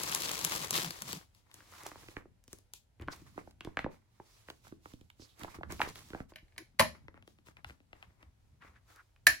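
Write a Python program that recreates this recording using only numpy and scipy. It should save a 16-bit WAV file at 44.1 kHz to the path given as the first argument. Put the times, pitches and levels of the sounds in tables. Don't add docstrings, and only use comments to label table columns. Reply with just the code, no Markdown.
import sys
import numpy as np
from scipy import signal
from scipy.fft import rfft, irfft, next_fast_len
from scipy.io import wavfile
from scipy.ndimage import map_coordinates

SR = 44100
rng = np.random.default_rng(int(sys.argv[2]) if len(sys.argv) > 2 else 0)


def convert_level_to_amplitude(level_db):
    exponent = np.asarray(level_db, float) / 20
    return 10 ** exponent


def dump(signal):
    limited = np.clip(np.atleast_2d(signal).T, -1, 1)
    pcm = np.round(limited * 32767).astype(np.int16)
    wavfile.write(sys.argv[1], SR, pcm)


N = 414521
TIME = np.arange(N) / SR

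# (time [s], level [dB], brightness [octaves above FILM_PARTS row 2], thump [dB])
POPS = [(.0353, -14.5, 6, -41), (.05, -33, -2, -69.5), (.0785, -41, 5, -63), (.2112, -32, 2.6, -67),
        (.222, -43, 2.2, -66), (.3158, -26.5, 3.5, -62), (.3913, -27, 4, -50), (.5204, -29, 12, -52),
        (.742, -22, 2.5, -59), (.811, -33, 2, -60), (.846, -23.5, 2, -52), (.907, -27, 2.5, -47),
        (1.5143, -46.5, 2, -78), (1.605, -46.5, 1, -68), (1.7358, -45, .5, -84), (5.6096, -38, -0.34, -44),
        (5.957, -36, 2, -52.5), (7.3866, -54.5, 1.6, -57), (7.6972, -41, 1.26, -57.5),
        (8.622, -50, 1.5, -72.5), (8.961, -51, 2.5, -66), (.1177, -23, 5.5, -67), (.1487, -15, 4, -74),
        (.2937, -28, 2, -71), (.449, -11.5, 4.5, -56), (.125, -23, 2, -67), (.562, -19, 5.5, -57),
        (.7083, -17, 3.5, -54), (.7538, -25, 2, -65), (1.021, -25, 4, -54), (1.349, -54, 2.5, -82),
        (7.803, -56.5, 1.5, -58.5), (1.1304, -24.5, 2.5, -41.5), (1.5424, -31.5, 6, -56),
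        (1.835, -22, 9, -52), (1.862, -33.5, -0.1, -50), (1.866, -30, 4, -70), (1.877, -49, 1.5, -58),
        (2.032, -50, 1, -55), (1.9158, -37.5, 0.75, -44.5), (1.9566, -39, 0, -53), (2.085, -40, 1.63, -47),
        (2.1672, -29, 1.08, -36), (2.255, -50.5, -0.1, -44.5), (2.44, -50.5, 5, -80),
        (2.587, -48.5, 4, -62), (2.4797, -33.5, 7, -54.5), (2.5306, -35.5, 3.5, -44),
        (2.7366, -28.5, 5, -68.5), (2.9976, -48.5, 1.5, -47.5), (3.013, -49, 5.5, -43),
        (3.0216, -44, 1.8, -42), (3.077, -47, 1.5, -37.5), (3.0834, -24, 0.66, -36.5),
        (3.359, -49, -2.5, -48), (3.217, -58, 3.5, -42), (3.3776, -27, 0.18, -37.5),
        (3.474, -40, -0.5, -49.5), (3.5102, -52, 2.5, -62), (3.608, -33.5, 1.75, -49),
        (3.6487, -36.5, 2, -36.5), (3.6716, -39, 0, -32), (3.7711, -18.5, 1, -34.5),
        (3.7908, -22.5, 1.32, -38), (3.8434, -30, 1.04, -27), (3.862, -16, -1.07, -36),
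        (4.199, -40, 0, -44.5), (4.4855, -37.5, 1.1, -42), (4.5012, -31.5, 2, -49), (4.6688, -45, 0.6, -63),
        (4.7228, -46.5, 0.5, -33), (4.8571, -37, 0.5, -51), (4.9362, -47, 2, -42.5),
        (5.0116, -50.5, 2, -45.5), (5.1014, -43, 1.84, -96), (5.1955, -54, 0.5, -47.5),
        (5.22, -51, 1.5, -47), (5.418, -45, 2, -42), (5.481, -52, 1, -46), (5.3948, -34, 7.5, -51),
        (5.4345, -33, 2.1, -38), (5.4455, -27.5, 0, -45), (5.55, -57, 5, -47), (5.5848, -47, 0.5, -40.5),
        (5.6326, -25, 0.7, -47), (5.7033, -36, 0.7, -43), (5.7229, -34, 3, -35.5), (5.795, -35, 1.5, -34),
        (5.8029, -18, 0, -60), (5.8162, -12.5, 1.3, -46), (5.8306, -32, 6.5, -33),
        (5.872, -32, -1.5, -34.5), (6.1037, -42, 2, -41), (6.133, -36.5, 1, -35),
        (6.1475, -30.5, 0.56, -37), (6.203, -36, 1, -36), (6.32, -47, 0.3, -51), (6.427, -72.5, 5, -45.5),
        (7.0825, -39.5, 1.15, -48), (7.1423, -48.5, 0.94, -53.5), (7.1756, -49, 1.04, -57.5),
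        (7.225, -49, 1.66, -66), (7.2767, -45, 2, -50), (7.4694, -49, 1.5, -59), (7.485, -44.5, 1, -55),
        (7.569, -43.5, 1.5, -73), (7.6457, -31.5, 1.5, -63), (7.7058, -44, 1.5, -52.5),
        (7.9305, -39, 1.34, -49.5), (8.0266, -38.5, 1.5, -79), (8.2283, -47.5, 1.7, -58.5),
        (9.162, -55.5, 1.5, -99.5)]
# (frequency [Hz], width [Hz])
FILM_PARTS = [(300, 588), (850, 1470), (1500, 1990), (2700, 3380), (8000, 5000)]
# (time [s], rustle [dB], sliding hiss [dB])
HAND_CONTACT = [(0, -48.5, -44.5), (.62, -47.5, -45), (.68, -52.5, -53.5), (1.0, -60.5, -59),
                (1.16, -54.5, -53), (1.3, -94.5, -91), (1.48, -78.5, -82), (1.75, -62.5, -61.5),
                (2.12, -68.5, -64.5), (2.28, -95, -97), (2.98, -100, -92.5), (3.2, -75.5, -71.5),
                (3.5, -75, -74.5), (3.56, -97.5, -95), (4.0, -85, -89.5), (4.32, -72.5, -69),
                (4.7, -83.5, -76.5), (4.8, -102, -86.5), (5.67, -89, -85), (5.73, -75, -60),
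                (5.86, -88, -63), (6.21, -59.5, -67), (6.27, -90.5, -90.5), (9.4, -89.5, -86.5)]
# (loudest time [s], length [s], rustle [dB], hiss [dB])
SWIPES = [(0.21, 0.18, -72, -45), (0.447, .1, -63.5, -48.5), (0.757, .4, -47.5, -43),
          (1.089, 0.16, -52, -46.5), (1.36, .15, -78, -72), (1.557, 0.28, -68, -66), (1.862, .1, -54, -56),
          (2.171, 0.11, -58, -69), (2.517, .22, -76.5, -68), (2.753, 0.11, -81.5, -62),
          (3.017, .08, -59, -74.5), (3.126, 0.13, -56.5, -58), (3.27, 0.1, -68, -72.5),
          (3.386, 0.12, -61, -70), (3.652, .2, -64, -72.5), (3.796, 0.077, -66.5, -65.5),
          (3.92, 0.14, -68.5, -70.5), (4.483, 0.099, -66, -65), (4.653, 0.16, -70, -66),
          (4.867, 0.3, -74, -66.5), (5.217, 0.3, -75, -69), (5.41, 0.25, -57.5, -60.5),
          (5.502, .12, -61, -62.5), (5.548, .08, -53.5, -60.5), (5.712, .1, -48, -56),
          (5.818, .12, -42.5, -53), (5.882, .1, -58, -59), (5.963, .14, -58, -56), (6.298, 0.065, -70, -68),
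          (6.953, 0.13, -64, -76.5), (7.16, 0.13, -66, -86), (7.284, 0.2, -81, -74.5),
          (7.467, 0.1, -68.5, -67), (7.576, 0.076, -66, -81), (7.677, .14, -63.5, -66),
          (7.977, .4, -70, -78), (8.214, 0.13, -65.5, -80), (8.659, 0.23, -64, -74),
          (8.902, .3, -69, -69.5)]
# (time [s], level [dB])
FLEXING = [(0.0, -62), (0.73, -55), (1.33, -72), (2.02, -62.5), (2.85, -79.5), (3.27, -58), (4.32, -75.5),
           (4.74, -64), (5.39, -78), (5.68, -48), (6.54, -77), (6.99, -59.5), (7.46, -66.5), (8.74, -71.5),
           (8.98, -81), (9.4, -64.5)]
# (time [s], pan [dB])
HAND_PAN = [(0.0, 4.5), (1.44, 3.5), (1.65, 1), (2.12, -3), (2.7, 4.5), (3.4, -3.5), (3.59, -1.5),
            (4.4, -2), (5.2, -5), (5.89, -1.5), (6.2, -3), (6.7, 2.5), (8.2, 3.5), (9.4, -1)]
# (frequency [Hz], relative density [dB])
FLEX_SPECTRUM = [(25, -32), (45, -13.5), (70, 8.5), (130, 0.5), (250, -5.5), (500, -29), (900, -54.5)]
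RUSTLE_SPECTRUM = [(150, -38.5), (300, -2.5), (650, -6.5), (1100, -1.5), (1500, -7), (2200, -5.5),
                   (3000, -21), (5000, -47.5)]
HISS_SPECTRUM = [(1200, -43.5), (2500, -1), (4000, 1), (6500, -1), (10000, -6.5), (16000, -2.5)]
# (start [s], length [s], frequency [Hz], width [Hz], level [dB])
BANDED_NOISES = [(0.728, 0.055, 3770, 2000, -41), (1.722, 0.16, 1150, 790, -62.5),
                 (3.113, 0.029, 4830, 2610, -54.5), (4.253, 0.14, 5030, 3000, -77.5),
                 (5.195, 0.08, 4800, 2860, -64), (5.271, 0.079, 3700, 1510, -73.5),
                 (5.469, 0.027, 960, 500, -56.5), (5.505, 0.055, 2320, 400, -67),
                 (6.579, 0.051, 337, 59, -57), (8.608, 0.084, 1397, 1100, -64.5),
                 (8.733, 0.062, 1550, 1200, -72.5), (8.876, 0.059, 1437, 694, -70),
                 (8.948, 0.08, 1430, 600, -66.5)]
# (time [s], steel ring [dB], cover knock [dB], crack [dB])
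SNAPS = [(6.335, -55, -80, -94), (6.3574, -37.5, -53, -48.5), (6.48, -64, -83, -92),
         (6.3827, -51, -62.5, -69), (6.521, -62.5, -75.5, -84), (6.561, -55.5, -60.5, -78.5),
         (6.5786, -34.5, -49, -36.5), (6.7885, -36.5, -49, -46), (6.7937, -11.5, -26, -19.5),
         (6.7963, -17, -13.5, -18.5), (6.8018, -22.5, -14.5, -20), (6.809, -21.5, -21, -29.5),
         (6.821, -30, -29.5, -34), (9.2673, -6.5, -41, -8.5), (9.272, -24, -27.5, -17),
         (9.2903, -39.5, -50, -38)]
# (frequency [Hz], width [Hz], level [dB])
RING_MODES = [(1781, 260, -1), (1480, 110, -8.5), (1755, 15, -3), (2180, 140, 0), (2406, 150, -3.5),
              (3080, 450, -6.5), (4100, 370, -3.5), (4832, 260, -1)]
# (frequency [Hz], width [Hz], level [dB])
COVER_MODES = [(55, 37, -5.5), (171, 45, 2.5), (250, 50, -2.5), (332, 21, -4.5), (611, 110, 0.5),
               (1100, 170, 1.5)]
# (start [s], length [s], level [dB])
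LEANS = [(0, 0.36, -56.5), (0.412, 0.071, -50), (0.526, 0.13, -54), (0.708, 0.11, -50),
         (0.822, 0.093, -48.5), (1.015, 0.1, -51.5), (1.121, 0.067, -51.5)]
# (start [s], length [s], level [dB])
LOW_THUMPS = [(3.0, 0.082, -51.5), (7.64, 0.1, -58), (8.05, 0.056, -63), (8.22, 0.093, -62.5),
              (8.51, 0.083, -68), (8.64, 0.13, -66.5), (9.28, 0.062, -54)]
# (frequency [Hz], time to fall 60 dB [s])
ROOM_DECAY = [(150, 0.31), (1000, 0.18), (5000, 0.26), (14000, 0.19)]
# (frequency [Hz], relative density [dB])
HUM_SPECTRUM = [(15, -33.5), (25, -18), (39, 1), (72, -4.5), (114, 1), (157, -24.5), (591, -24.5),
                (962, -27), (1160, -38.5), (1290, -30.5), (16000, -45)]
# (frequency [Hz], gain [dB])
TREBLE_COLOUR = [(8300, 1.5), (9300, -0.5), (10300, 3.5), (12200, 1.5), (13200, -13), (14300, -1),
                 (16000, -5.5), (16800, -40)]

UNDER_DB_PER_OCTAVE, OVER_DB_PER_OCTAVE_SQUARED = 3.5, 6.5
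CRACKLE_COUNT, CRACKLE_DB, CRACKLE_THUMP_DB = 60, 8, -18
SWIPE_RISE_SHARE, SWIPE_HOLD_LENGTHS, SWIPE_FALL_DB_PER_LENGTH = 0.23, 0.15, 26.5
STROKE_EDGE_S, STUTTER_DB = 0.021, 4
LEVER_HZ, SHUT_HZ, SHUT_FROM_S, RINGS_FALL_DB_PER_OCTAVE = 2310, 1740, 9.1, 10
RATTLE_T60_S = 0.031
RINGS_PAN_DB, COVER_PAN_DB, CRACK_PAN_DB = 2.5, 0.5, -4.4
RINGS_LAG_SAMPLES, COVER_LAG_SAMPLES, CRACK_LAG_SAMPLES = -3, 9, 8
DESK_HZ, DESK_WIDTH_HZ = 158, 85
THUMP_HZ, THUMP_WIDTH_HZ = 71, 54
HUM_DB = -72.5
SIDES = np.array([[0.5], [-0.5]])


def unit(x):
    return x / np.sqrt(np.mean(x ** 2) + 1e-20)


def peak(x):
    return x / np.abs(x).max()


def along(points, hz):
    f, v = np.transpose(points)
    return np.interp(np.log(hz + 1), np.log(f + 1), v)


def curves(rows):
    s, *columns = np.transpose(rows)
    return [np.interp(TIME, s, c) for c in columns]


def wobble(rate_hz):
    knots = rng.standard_normal(int(N * rate_hz / SR) + 4)
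    return map_coordinates(knots, [TIME * rate_hz])


def filtered(x, response):
    m = next_fast_len(x.shape[-1] + 8192)
    return irfft(rfft(x, m) * response(np.fft.rfftfreq(m, 1 / SR)), m)[..., :x.shape[-1]]


def shaped(x, spectrum):
    return filtered(x, lambda f: convert_level_to_amplitude(along(spectrum, f)))


def modes(table):
    def response(f):
        total = 0
        for k, (hz, width, db) in enumerate(table):
            damping = 1j * f * width
            total = total + (-1) ** k * convert_level_to_amplitude(db) * damping / (hz * hz - f * f + damping)
        return total
    return response


def band(hz, width):
    return lambda f: modes([(hz, width, 0)])(f) ** 2


def lag_samples(pan_db):
    return -12 * np.tanh((pan_db / 3) ** 3)


def add(stereo, sound, s, pan_db, lag):
    for channel, sign in zip(stereo, (.5, -.5)):
        channel[round(s * SR + sign * lag):][:len(sound)] += convert_level_to_amplitude(sign * pan_db) * sound


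def pops():
    out, t = np.zeros((2, N + SR)), np.arange(2400) / SR
    pan_db, = curves(HAND_PAN)
    part_hz, width = np.transpose(FILM_PARTS)
    octave = np.log2(part_hz[1:] / part_hz[1])

    def bending(f):
        return np.exp(-2j * np.pi * .19 * np.sqrt(f + 40))

    for s, db, bright, thump_db in [*POPS, *crackles()]:
        under_db = UNDER_DB_PER_OCTAVE * (bright - octave)
        over_db = OVER_DB_PER_OCTAVE_SQUARED * np.maximum(octave - bright, 0) ** 2
        parts_db = [thump_db, *(db - np.maximum(under_db, over_db))]
        level_db = parts_db + 20 * np.log10(SR / 2 / width)
        colour = [(40, level_db[0] - 0.5), *zip(part_hz, level_db), (20000, level_db[-1] + 1.5)]
        noise, chance = rng.standard_normal(len(t)), rng.random(2)
        push = (t == 0) + .055 * noise * convert_level_to_amplitude(-60 * t / .022)
        push += .3 * np.roll(push, round((0.0012 + 0.001 * chance[0]) * SR))
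        pocket = modes([(260 + 100 * chance[1], 55, 7)])
        facet_hz = np.clip(part_hz[1] * 2 ** bright, 500, 6000)
        facet = modes([(facet_hz, 0.25 * facet_hz, -1.0)])
        spread = filtered(np.pad(push, (200, 0)), lambda f: bending(f) * (1 + pocket(f)) * (1 + facet(f))
                          * convert_level_to_amplitude(along(colour, f)))
        here_db = pan_db[round(s * SR)]
        add(out, spread, s - 255 / SR, here_db, lag_samples(here_db))
    return out[:, :N]


def crackles():
    hiss_db, chance = hands()[1], rng.random((CRACKLE_COUNT, 3))
    busy = np.cumsum(convert_level_to_amplitude(hiss_db))
    at = np.searchsorted(busy / busy[-1], chance[:, 0] * .999)
    db = hiss_db[at] + CRACKLE_DB + 10 * (chance[:, 1] - .5)
    bright = 1.5 + 1.8 * chance[:, 2]
    return np.transpose([at / SR + .01, db, bright, db + CRACKLE_THUMP_DB])


def hands():
    power = convert_level_to_amplitude(curves(HAND_CONTACT)) ** 2
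    for s, length, *levels_db in SWIPES:
        near = slice(max(round((s - 2 * length) * SR), 0), round((s + 2 * length) * SR))
        before = (s - TIME[near]) / SWIPE_RISE_SHARE
        after = (TIME[near] - s) / (1 - SWIPE_RISE_SHARE)
        away = np.maximum(before, after) / length
        fall_db = SWIPE_FALL_DB_PER_LENGTH * np.maximum(away - SWIPE_HOLD_LENGTHS, 0)
        power[:, near] += convert_level_to_amplitude(np.add.outer(levels_db, -fall_db)) ** 2
    return 10 * np.log10(power)


def creases(per_second, t60_s, grip):
    happens = rng.random(N) < per_second / SR * convert_level_to_amplitude(4 * grip)
    starts = convert_level_to_amplitude(np.minimum(3 * rng.exponential(size=N), 8)) * happens
    return unit(signal.fftconvolve(starts, convert_level_to_amplitude(-60 * TIME[:1500] / t60_s))[:N])


def grains(spectrum, envelope, share):
    return unit(shaped((1 + share * envelope) * rng.standard_normal(N), spectrum))


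def handling():
    (flex_db,), (pan_db,) = curves(FLEXING), curves(HAND_PAN)
    rustle_db, hiss_db = hands()
    force = np.clip((hiss_db + 67.5) / 22, .15, 1)
    grip = wobble(25)
    fine = force * creases(220, .0025, grip)
    coarse = creases(45, .022, grip)
    uneven = convert_level_to_amplitude(.8 * grip)

    def flex():
        return convert_level_to_amplitude(flex_db + 3 * wobble(15)) * grains(FLEX_SPECTRUM, coarse, share=.3)

    def rustle():
        return convert_level_to_amplitude(rustle_db) * uneven * grains(RUSTLE_SPECTRUM, coarse + fine, share=.5)

    def hiss():
        return convert_level_to_amplitude(hiss_db) * uneven * grains(HISS_SPECTRUM, fine, share=.85)

    shake = unit(filtered(rng.standard_normal(N), modes(COVER_MODES[1:])))
    top_mode = unit(filtered(rng.standard_normal(N), band(*COVER_MODES[-1][:2])))
    cover = force ** 2 * (convert_level_to_amplitude(hiss_db - 20.5) * shake + convert_level_to_amplitude(hiss_db - 10.5) * top_mode)
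    sheet = flex() + rustle() + hiss() + cover
    n = np.arange(N)
    delayed = [np.interp(n - np.round(side), n, sheet) for side in SIDES * lag_samples(pan_db)]
    own = [convert_level_to_amplitude(-2.0) * flex() + convert_level_to_amplitude(5.5) * rustle() + convert_level_to_amplitude(7.0) * hiss() for _ in SIDES]
    return convert_level_to_amplitude(SIDES * pan_db - 6.0) * (np.array(delayed) + own)


def stroke(s, length):
    inside = np.minimum(TIME - s, s + length - TIME)
    return np.clip(inside / STROKE_EDGE_S + .5, 0, 1) ** 2


def banded_noises():
    out, (pan_db,) = np.zeros((2, N + SR)), curves(HAND_PAN)
    stutter = convert_level_to_amplitude(STUTTER_DB * wobble(64))
    for s, length, hz, width, db in BANDED_NOISES:
        near = slice(round((s - .03) * SR), round((s + length + .03) * SR))
        shape = (stroke(s, length) * stutter)[near]
        noise = rng.standard_normal((3, len(shape)))
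        pair = convert_level_to_amplitude(db) * shape * unit(filtered(noise[0] + noise[1:], band(hz, width)))
        out[:, near] += convert_level_to_amplitude(SIDES * pan_db[near]) * pair
    return out[:, :N]


def snaps():
    out, t = np.zeros((2, N + SR)), np.arange(SR // 4) / SR
    dying_db = 60 * t / RATTLE_T60_S
    for s, ring_db, knock_db, crack_db in SNAPS:
        shutting = s > SHUT_FROM_S
        favoured_hz = SHUT_HZ if shutting else LEVER_HZ
        rattle = rng.standard_normal((3, len(t))) * convert_level_to_amplitude(-dying_db) * (1 - np.exp(-t / .0015))
        rattle[:2, 70] += 8
        steel = [(f, w, db - RINGS_FALL_DB_PER_OCTAVE * abs(np.log2(f / favoured_hz)) + rng.normal())
                 for f, w, db in RING_MODES]
        cover = COVER_MODES[2:] if shutting else COVER_MODES
        longer = rattle[1] * convert_level_to_amplitude(0.5 * dying_db)
        ring = convert_level_to_amplitude(ring_db) * peak(filtered(rattle[0], modes(steel)))
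        knock = convert_level_to_amplitude(knock_db) * peak(filtered(longer, modes(cover)))
        crack = convert_level_to_amplitude(crack_db) * peak(filtered(rattle[2], band(6400, 20000)))
        add(out, ring, s, RINGS_PAN_DB, RINGS_LAG_SAMPLES)
        add(out, knock, s, COVER_PAN_DB, COVER_LAG_SAMPLES)
        add(out, crack, s, CRACK_PAN_DB, CRACK_LAG_SAMPLES)
    return out[:, :N]


def drone(rows, hz, width):
    envelope = sum(convert_level_to_amplitude(db) * stroke(s, length) for s, length, db in rows)
    return envelope * unit(filtered(rng.standard_normal(N), band(hz, width)))


def desk():
    return drone(LEANS, DESK_HZ, DESK_WIDTH_HZ) + drone(LOW_THUMPS, THUMP_HZ, THUMP_WIDTH_HZ)


def room(x):
    out, step = np.zeros((2, N + SR)), SR // 4
    for start in range(0, N, step):
        hz, t, z = signal.stft(rng.standard_normal((2, SR // 3)), SR, nperseg=256)
        decay = convert_level_to_amplitude(-60 * t / along(ROOM_DECAY, hz)[:, None])
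        tail = signal.istft(z * decay, SR, nperseg=256)[1]
        wet = signal.fftconvolve(x[None, start:start + step], tail / np.linalg.norm(tail[0]), axes=1)
        out[:, start + 250:][:, :wet.shape[1]] += wet
    return out[:, :N]


def hum():
    shared, own = rng.standard_normal(N), rng.standard_normal((2, N))
    swell_db = 2 * wobble(6)

    def bass(f):
        return 1 / (1 + (f / 300) ** 2)

    mix = filtered(shared, lambda f: np.sqrt(bass(f))) + filtered(own, lambda f: np.sqrt(2 - 2 * bass(f)))
    return convert_level_to_amplitude(HUM_DB + swell_db) * unit(shaped(mix, HUM_SPECTRUM))


def scene():
    film, steel = pops(), snaps()
    reflected = room(convert_level_to_amplitude(-9) * film.mean(0) + convert_level_to_amplitude(-5.0) * steel.mean(0))
    return film + steel + reflected + handling() + banded_noises() + desk() + hum()


def top_cut(x):
    return signal.sosfilt(signal.butter(12, 16830, fs=SR, output="sos"), x)


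def record(dry):
    heard = shaped(dry, TREBLE_COLOUR)
    return top_cut(heard)


dry = scene()
out = record(dry)
dump(out)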